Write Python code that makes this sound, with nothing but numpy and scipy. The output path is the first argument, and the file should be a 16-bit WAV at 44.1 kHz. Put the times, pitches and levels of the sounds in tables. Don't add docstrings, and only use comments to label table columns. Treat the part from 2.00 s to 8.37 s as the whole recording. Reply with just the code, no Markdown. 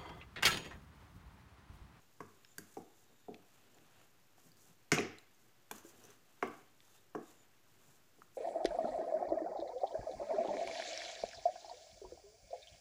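import sys
import numpy as np
from scipy import signal
from scipy.fft import rfft, irfft, next_fast_len
from scipy.io import wavfile
from scipy.ndimage import uniform_filter1d, map_coordinates

SR = 44100
rng = np.random.default_rng(int(sys.argv[2]) if len(sys.argv) > 2 else 0)


def gain_from_db(level_db):
    decades = np.asarray(level_db, float) / 20
    return 10 ** decades


def int16_out(signal):
    q = np.round(np.clip(np.atleast_2d(signal).T, -1, 1) * 32767)
    wavfile.write(sys.argv[1], SR, q.astype(np.int16))


N = 280917

# (time [s], strength [dB], lean to the lower body mode [dB],
# centre ring [dB], edge ring [dB])
BASE_BLOWS = [(0.204, -44.5, -0.5, -5.5, 6), (0.5835, -52, 1.5, -14, -14), (0.7693, -41, 1, 2.5, -11),
              (1.2836, -41.5, 0, 0, -23), (1.7678, -63.5, -1, 1, -15), (2.381, -84, 0, 6, 17),
              (2.9209, -26, 0.5, -6.5, -11), (2.9776, -31.5, 1.5, -0.5, -1.5),
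              (2.9889, -33.5, -2.5, -2.5, -14), (3.7136, -48.5, 3, -6, 4.5), (4.0401, -60, -.6, -9.5, -15),
              (4.4264, -32, -0.5, 3.5, 5), (5.149, -36, 1.4, 0, -0.5), (6.1831, -63, 1.5, -4, -15)]
# (pitch [Hz], fade by 60 dB [s], rise [s])
BASE_MODES = [(1084, 0.019, 0.00071), (235, 0.24, 0.0077), (321.8, 0.024, 0.035), (398, 0.029, 0.0062),
              (716, 0.049, 0.00037)]


def thuds():
    out = np.zeros(N + SR)
    t = np.arange(SR // 5) / SR
    deep_db = -14
    for s, blow_db, lean_db, centre_db, edge_db in BASE_BLOWS:
        strength_db = blow_db + np.array([edge_db, deep_db, lean_db, -lean_db, centre_db])
        detune = 1 + 0.023 * rng.standard_normal(len(BASE_MODES))
        modes = []
        for db, shift, (hz, t60, rise) in zip(strength_db, detune, BASE_MODES):
            modes.append(gain_from_db(db) * ring(hz * shift, t60, rise, t))
        add(out, s, kitchen(modes[0] + modes[-1], wet_db=-6.0, blow_s=0.033))
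        add(out, s, kitchen(sum(modes[1:-1]), wet_db=-4, blow_s=0.04))
    return out[:N]


# (time [s], level [dB], pitch [Hz], room mode level [dB])
WORKTOP_BLOWS = [(0.202, -49, 181, -63), (0.58, -52, 194, -66), (0.768, -52.5, 175, -68),
                 (1.286, -51.5, 175, -67.5), (1.784, -61, 142, -76), (2.457, -60, 160, -93),
                 (2.694, -62, 156, -84), (2.92, -27.5, 146, -66), (2.978, -40.5, 191, -50.5),
                 (3.708, -52, 210, -67.5), (3.859, -70, 150, -71), (4.427, -46.5, 142, -75),
                 (5.151, -49.5, 158, -85), (5.711, -65, 133, -89), (5.879, -61.5, 127, -83),
                 (6.179, -63, 172.6, -79.5)]


def worktop_booms():
    out = np.zeros(N + SR)
    t = np.arange(SR // 2) / SR
    for s, db, hz, room_db in WORKTOP_BLOWS:
        add(out, s, kitchen(gain_from_db(db) * ring(hz, 0.056, 0.00277, t), wet_db=1.0, blow_s=0.54))
        add(out, s, gain_from_db(room_db) * ring(94.5, 0.42, 0.016, t))
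    return out[:N]


# (time [s], crack level [dB], spoon level [dB], wall pitch [Hz], wall level [dB])
HARD_BLOWS = [
    (2.9185, -9.5, -23, 2170, -18),
    (2.9844, -36.5, -41, 2510, -24.5),
    (2.9847, -26.5, -36, 3950, -35),
]
SOFT_BLOWS = [
    (0.2051, -42.5, -43.5, 2020, -48),
    (0.7692, -44, -80, 2250, -58),
    (4.4257, -33, -29, 2140, -30.5),
    (5.1507, -41.5, -42, 2900, -59),
]
RIM_TAPS = [
    (0.5826, -24.5, -40, 4610, -49),
    (3.7113, -54, -40, 2400, -44.5),
    (3.7126, -37.5, -70, 840, -39.5),
    (3.7128, -26.5, -48, 3434, -47),
]
PASTE_BUMPS = [
    (3.849, -59, -72, 335, -47.5),
    (3.851, -63, -67, 542, -60),
    (4.093, -58, -70, 410, -57.5),
]
DRY_TOUCHES = [(0.4484, -32, -55, 5380, -56), (1.3443, -30, -62, 2650, -52.5),
               (1.3446, -55, -88, 3500, -56), (1.7853, -42, -62, 3500, -63), (2.0148, -51, -76, 1360, -58),
               (2.3814, -49, -62, 754, -57), (3.1847, -49, -75, 4020, -49.5), (3.185, -59, -64, 7360, -55),
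               (4.8047, -38, -78, 3640, -59), (6.2197, -52, -72, 1277, -45)]
# (pitch [Hz], level [dB])
HARD_COLOUR = [(400, -32), (800, -27), (1200, -7), (1760, -9), (2280, -10.5), (3300, -22), (6200, -8),
               (9710, -26.5), (14800, -31.5), (16200, -56)]
SOFT_COLOUR = [(1530, -2.5), (2600, -20), (3960, -24), (5850, -7.5), (8640, -20.5), (12000, -22),
               (16200, -34)]
RIM_COLOUR = [(2060, -13.5), (3500, -15.5), (4030, -17), (6860, -2), (9390, -10.5), (11600, -4),
              (14900, -14), (16200, -38)]
DRY_COLOUR = [(710, -33), (1200, -13), (2320, 9), (4210, 0), (5380, -1), (9090, -18), (14000, -26.5)]
# (hard [s], soft [s], rim [s], life [s])
BRIEF_TIMES = (.005, .011, .004, .0045)


def spoon_on_wall():
    hard_s, soft_s, rim_s, dry_crack_s = BRIEF_TIMES
    hard = clacks(HARD_BLOWS[:1], HARD_COLOUR, crack_s=0.019, ring_s=0.021, wet_db=-1.0, blow_s=hard_s)
    hard += clacks(HARD_BLOWS[1:], HARD_COLOUR, crack_s=0.013, ring_s=0.012, wet_db=-10, blow_s=hard_s)
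    soft = clacks(SOFT_BLOWS, SOFT_COLOUR, crack_s=0.042, ring_s=0.016, wet_db=-4, blow_s=soft_s)
    rim = clacks(RIM_TAPS, RIM_COLOUR, crack_s=0.021, ring_s=0.028, wet_db=-10, blow_s=rim_s)
    soft += clacks(PASTE_BUMPS, SOFT_COLOUR, crack_s=0.014, ring_s=0.11, wet_db=-13, blow_s=0.034)
    dry_touches = clacks(DRY_TOUCHES, DRY_COLOUR, crack_s=dry_crack_s, ring_s=0.013, wet_db=-13.0,
                         blow_s=rim_s)
    return hard + soft + rim + dry_touches


def clacks(blows, steel, crack_s, ring_s, wet_db, blow_s):
    out = np.zeros(N + SR)
    t = np.arange(SR // 10) / SR
    spoon_hz = 1595
    for s, crack_db, spoon_db, wall_hz, wall_db in blows:
        rattle = rng.standard_normal(len(t)) * gain_from_db(-60 * t / crack_s) * (1 - np.exp(-t / 0.000093))
        z = rfft(rattle)
        even = z * np.linalg.norm(rattle) / uniform_filter1d(abs(z), size=14)
        rattle = irfft(even, len(t)) * gain_from_db(-20 * t / crack_s)
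        steel_gain = np.sqrt(np.mean(colour(steel)(np.linspace(0, SR / 2, 512)) ** 2))
        crack = gain_from_db(crack_db - 11.5) / steel_gain * filtered(rattle, colour(steel))
        spoon = gain_from_db(spoon_db) * ring(spoon_hz, ring_s, 0.00025, t)
        wall = ring(wall_hz, ring_s, 0.00032, t) + 0.33 * ring(1.21 * wall_hz, ring_s, 0.00007, t)
        add(out, s - .0003, kitchen(spoon + gain_from_db(wall_db) * wall, wet_db, blow_s, crack))
    return out[:N]


# (time of full push [s], swell [s], wet rasp [dB], rub on steel [dB],
# weight on the base [dB])
STIR_STROKES = [(0.04, 0.054, -76.5, -75.5, -74.5), (0.3, 0.3, -74.5, -80, -78), (0.44, .12, -77, -80, -97),
                (0.74, 0.31, -68.5, -78, -86), (1.0, 0.22, -73.5, -92, -99), (1.13, 0.058, -89, -90, -71),
                (1.55, 0.27, -76.5, -75, -81.5), (1.8, 0.54, -78, -73, -75.5),
                (2.02, 0.19, -75, -70.5, -72.5), (2.4, 0.043, -70, -71.5, -74),
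                (2.47, 0.097, -68, -77.5, -71.5), (2.69, 0.18, -70.5, -77.5, -71),
                (3.31, 0.053, -84, -89, -81.5), (3.45, 0.17, -75, -97, -77.5), (3.58, .08, -95.5, -89, -86),
                (3.78, 0.094, -60, -62.5, -70), (3.89, 0.11, -72, -69, -86),
                (4.07, 0.29, -68.5, -68, -67.5), (4.34, 0.27, -77, -78.5, -88), (4.56, 0.28, -70, -70, -72),
                (4.94, 0.24, -69, -75, -90), (5.31, .15, -67, -69.5, -85), (5.44, 0.17, -81, -76.5, -76),
                (5.9, 0.36, -71.5, -77, -76)]
# (rasp [dB], rub [dB], rumble [dB])
REST_LEVELS = (-78.5, -80.5, -84)


def stroke_levels():
    return [np.hypot(push, gain_from_db(db)) for push, db in zip(swells(STIR_STROKES), REST_LEVELS)]


# (pitch [Hz], level [dB])
PASTE_COLOUR = [(2060, -55), (3500, -14.5), (3830, -17.5), (6820, -5), (9140, -11), (9560, -18.5),
                (10500, -10.5), (14800, -14.5), (16000, -10)]
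# (pitch [Hz], level [dB])
RUB_COLOUR = [(350, -10), (600, -5), (704, -3.5), (818, -3.5), (1660, -3.5), (2170, -10), (2690, -5.5),
              (5000, -16.5), (6500, -49), (11000, -120)]
# (pitch [Hz], width [Hz], level [dB])
RUMBLE_MODES = [(156, 140, -7.5), (245.6, 27, 1.5), (335, 100, 2), (390, 300, -2), (754, 32, -3.5)]


def drag(wet, dry, weight):
    rasp = unit(filtered(grainy(spike_db=6.5, clump_db=4.0, rate=140), colour(PASTE_COLOUR)))
    rub = unit(filtered(grainy(spike_db=6.5, clump_db=6.0, rate=31), colour(RUB_COLOUR)))
    rumble = unit(filtered(grainy(spike_db=-1.0, clump_db=4.0, rate=6.4), resonances(RUMBLE_MODES)))
    return wet * rasp + dry * rub + weight * rumble


# (time [s], level [dB], pitch [Hz])
PASTE_TICKS = [(0.019, -57, 6640), (0.4945, -69, 7160), (0.616, -79, 6860), (1.4526, -67, 6900),
               (1.745, -53, 7150), (1.786, -63, 3700), (2.4565, -58, 8850), (2.518, -49.5, 4640),
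               (2.5701, -54, 4830), (2.5965, -65, 5830), (2.9374, -42.5, 10200), (2.9454, -38, 11900),
               (2.9904, -50, 10500), (3.0026, -41.5, 10560), (3.1855, -51.5, 10800), (3.274, -61, 3417),
               (3.3465, -55, 6450), (3.782, -40, 6080), (3.866, -46.5, 7200), (3.8934, -49, 6200),
               (4.002, -59, 6820), (4.039, -46, 5820), (4.0517, -44, 6100), (4.104, -46.5, 5970),
               (4.474, -44, 3020)]


def ticks():
    out = np.zeros(N + SR)
    t = np.arange(SR // 50) / SR
    for s, db, hz in PASTE_TICKS:
        puff = unit(filtered(rng.standard_normal(len(t)), colour(PASTE_COLOUR))) * gain_from_db(-60 * t / 0.013)
        snap = 1.6 * ring(hz, 0.01, .0002, t) + 1.1 * puff
        add(out, s, kitchen(gain_from_db(db - 12.5) * snap, wet_db=-7, blow_s=0.0049))
    return out[:N]


# (time of full pull [s], swell [s], level [dB])
PEELS = [
    (2.46, .04, -107),
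    (2.63, .09, -65.5),
    (3.89, .09, -60),
    (3.975, .05, -69),
    (4.05, .04, -68),
    (4.14, .1, -73),
    (6.22, .12, -73),
    (6.37, .04, -62),
]


def peel():
    fizz = unit(filtered(grainy(spike_db=5, clump_db=3.0, rate=100), colour(PASTE_COLOUR)))
    return gain_from_db(-2.0) * swells(PEELS)[0] * fizz


# (time of full flow [s], swell [s], low vent [dB], high vent [dB])
STEAM_PUFFS = [(0.43, .2, -85, -86), (0.52, 0.065, -79, -72), (0.72, 0.31, -90, -89),
               (0.97, 0.46, -86, -84.5), (1.2, 0.25, -85, -84), (1.265, .14, -81, -82.5),
               (2.0, .15, -95, -80), (4.95, 0.23, -82, -87), (5.29, 0.095, -78, -77),
               (5.41, 0.12, -82, -77), (5.9, 0.16, -87.5, -80)]
# (pitch [Hz], width [Hz], unused level [dB])
VENTS = [(3640, 85, 3), (7120, 100, -3)]


def steam():
    out = np.zeros(N)
    wander = 0.018
    for flow, (hz, width_hz, _) in zip(swells(STEAM_PUFFS), VENTS):
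        breath = grainy(spike_db=5.0, clump_db=6.5, rate=29)
        low, high = [unit(filtered(breath, resonances([(hz * (1 + side * wander), width_hz, 0)])))
                     for side in (-1, 1)]
        turn = np.pi / 4 * (1 + np.tanh(0.89 * wobble(9.9)))
        out = out + flow * (np.cos(turn) * low + np.sin(turn) * high)
    return out


# (delay [s], level [dB])
EARLY_ECHOES = [(.0021, -4.5), (.0043, -7.5), (.0072, -10), (.0115, -15.5), (.0175, -29), (.026, -12)]
# (pitch [Hz], fade by 60 dB [s])
ROOM_FADE = [(120, 0.32), (500, 0.41), (2000, 0.5), (5000, 0.46), (9000, 0.22), (14000, 0.19)]
# (pitch [Hz], level [dB])
ROOM_COLOUR = [(100, -6.5), (300, -0.5), (700, -1.5), (1500, -4), (3000, -4.5), (7000, 0), (14000, 2)]


def kitchen(sound, wet_db, blow_s, crack=0):
    hz, t, z = signal.stft(rng.standard_normal(SR // 2), SR, nperseg=256)
    fading = z * gain_from_db(-60 * t / along(ROOM_FADE, hz)[:, None])
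    tail = signal.istft(fading, SR, nperseg=256)[1][:SR // 2]
    tail = tail * (1 - np.exp(-np.arange(SR // 2) / SR / 0.0024))
    tail = filtered(tail / np.linalg.norm(tail), colour(ROOM_COLOUR))
    near = np.zeros(SR // 2)
    for s, db in EARLY_ECHOES:
        near[round(s * SR)] = gain_from_db(db + wet_db)
    near[0] = 1
    blow = sound * gain_from_db(-60 * np.arange(len(sound)) / SR / blow_s)
    blow = blow * np.linalg.norm(sound) / np.linalg.norm(blow)
    direct = signal.fftconvolve(sound + crack, near)
    return direct + gain_from_db(wet_db) * signal.fftconvolve(blow + crack, tail)


# (pitch [Hz], width [Hz], level [dB])
HUM_MODE = [(111.7, 80, 0)]


def distant_hum(weight):
    hum = unit(filtered(rng.standard_normal(N), lambda f: resonances(HUM_MODE)(f) ** 2))
    steady = gain_from_db(-80 - 0.5 * wobble(7.9))
    return np.hypot(steady, gain_from_db(-9.5) * weight) * hum


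# (pitch [Hz], level [dB])
HISS_COLOUR = [(15, -24.5), (25, -14), (36, -21), (53, -37), (114, -15.5), (373, -9), (439, -13),
               (840, -16), (1610, -17), (5000, -22.5), (7110, -25.5), (9570, -33), (11000, -27),
               (14800, -25.5), (16000, -30)]


def microphone_hiss():
    return gain_from_db(-73) * unit(filtered(rng.standard_normal(N), colour(HISS_COLOUR)))


def swells(rows):
    s, swell_s, *levels_db = np.transpose(rows)[..., None]
    climb_db, let_go = 25, 0.58
    lag = (np.arange(0, N + 64, 64) / SR - s) / swell_s
    shape_db = -climb_db * np.where(lag < 0, lag ** 2, (lag / let_go) ** 2)
    power = [np.sum(gain_from_db(2 * (db + shape_db)), axis=0) for db in levels_db]
    return [np.sqrt(np.interp(np.arange(N) / 64, np.arange(len(p)), p)) for p in power]


def ring(hz, t60, rise, t):
    shape = gain_from_db(-60 * t / t60) * (1 - np.exp(-t / rise)) ** 2
    return shape / shape.max() * np.sin(2 * np.pi * hz * t)


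def grainy(spike_db, clump_db, rate):
    clumps = np.clip(clump_db, 0, 1.7) * wobble(rate)
    sizes = np.clip(rng.exponential(size=N), 0, 3.5)
    return rng.standard_normal(N) * gain_from_db(spike_db * sizes + clumps)


def wobble(rate):
    knots = rng.standard_normal(int(N * rate / SR) + 4)
    return map_coordinates(knots, [np.arange(N) * rate / SR])


def resonances(peaks):
    def response(f):
        total = 0
        for k, (c, w, db) in enumerate(peaks):
            total = total + (-1) ** k * gain_from_db(db) * 1j * f * w / (c * c - f * f + 1j * f * w + 1e-9)
        return total
    return response


def colour(points):
    return lambda hz: gain_from_db(along(points, hz))


def along(points, hz):
    f, v = np.transpose(points)
    return np.interp(np.log(hz + 1), np.log(f + 1), v)


def filtered(x, response):
    m = next_fast_len(len(x) + 8192)
    return irfft(rfft(x, m) * response(np.fft.rfftfreq(m, 1 / SR)), m)[:len(x)]


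def unit(x):
    return x / np.sqrt(np.mean(x ** 2) + 1e-20)


def add(track, s, sound):
    track[round(s * SR):][:len(sound)] += sound


def scene():
    top_hz = 15540
    blows = thuds() + worktop_booms() + spoon_on_wall() + ticks()
    blows = filtered(blows, colour([(top_hz, 0), (16300, -18)]))
    wet, dry, weight = stroke_levels()
    steady = drag(wet, dry, weight) + distant_hum(weight) + peel() + steam() + microphone_hiss()
    steady = filtered(steady, lambda hz: hz < top_hz)
    low_cut = signal.butter(3, 78, "high", fs=SR, output="sos")
    return (signal.sosfilt(low_cut, blows) + steady)[None]


def roll_off(x):
    return signal.sosfilt(signal.butter(12, 16340, fs=SR, output="sos"), x)


def record(dry):
    mix = dry - .0004
    return roll_off(mix)


dry = scene()
out = record(dry)
int16_out(out)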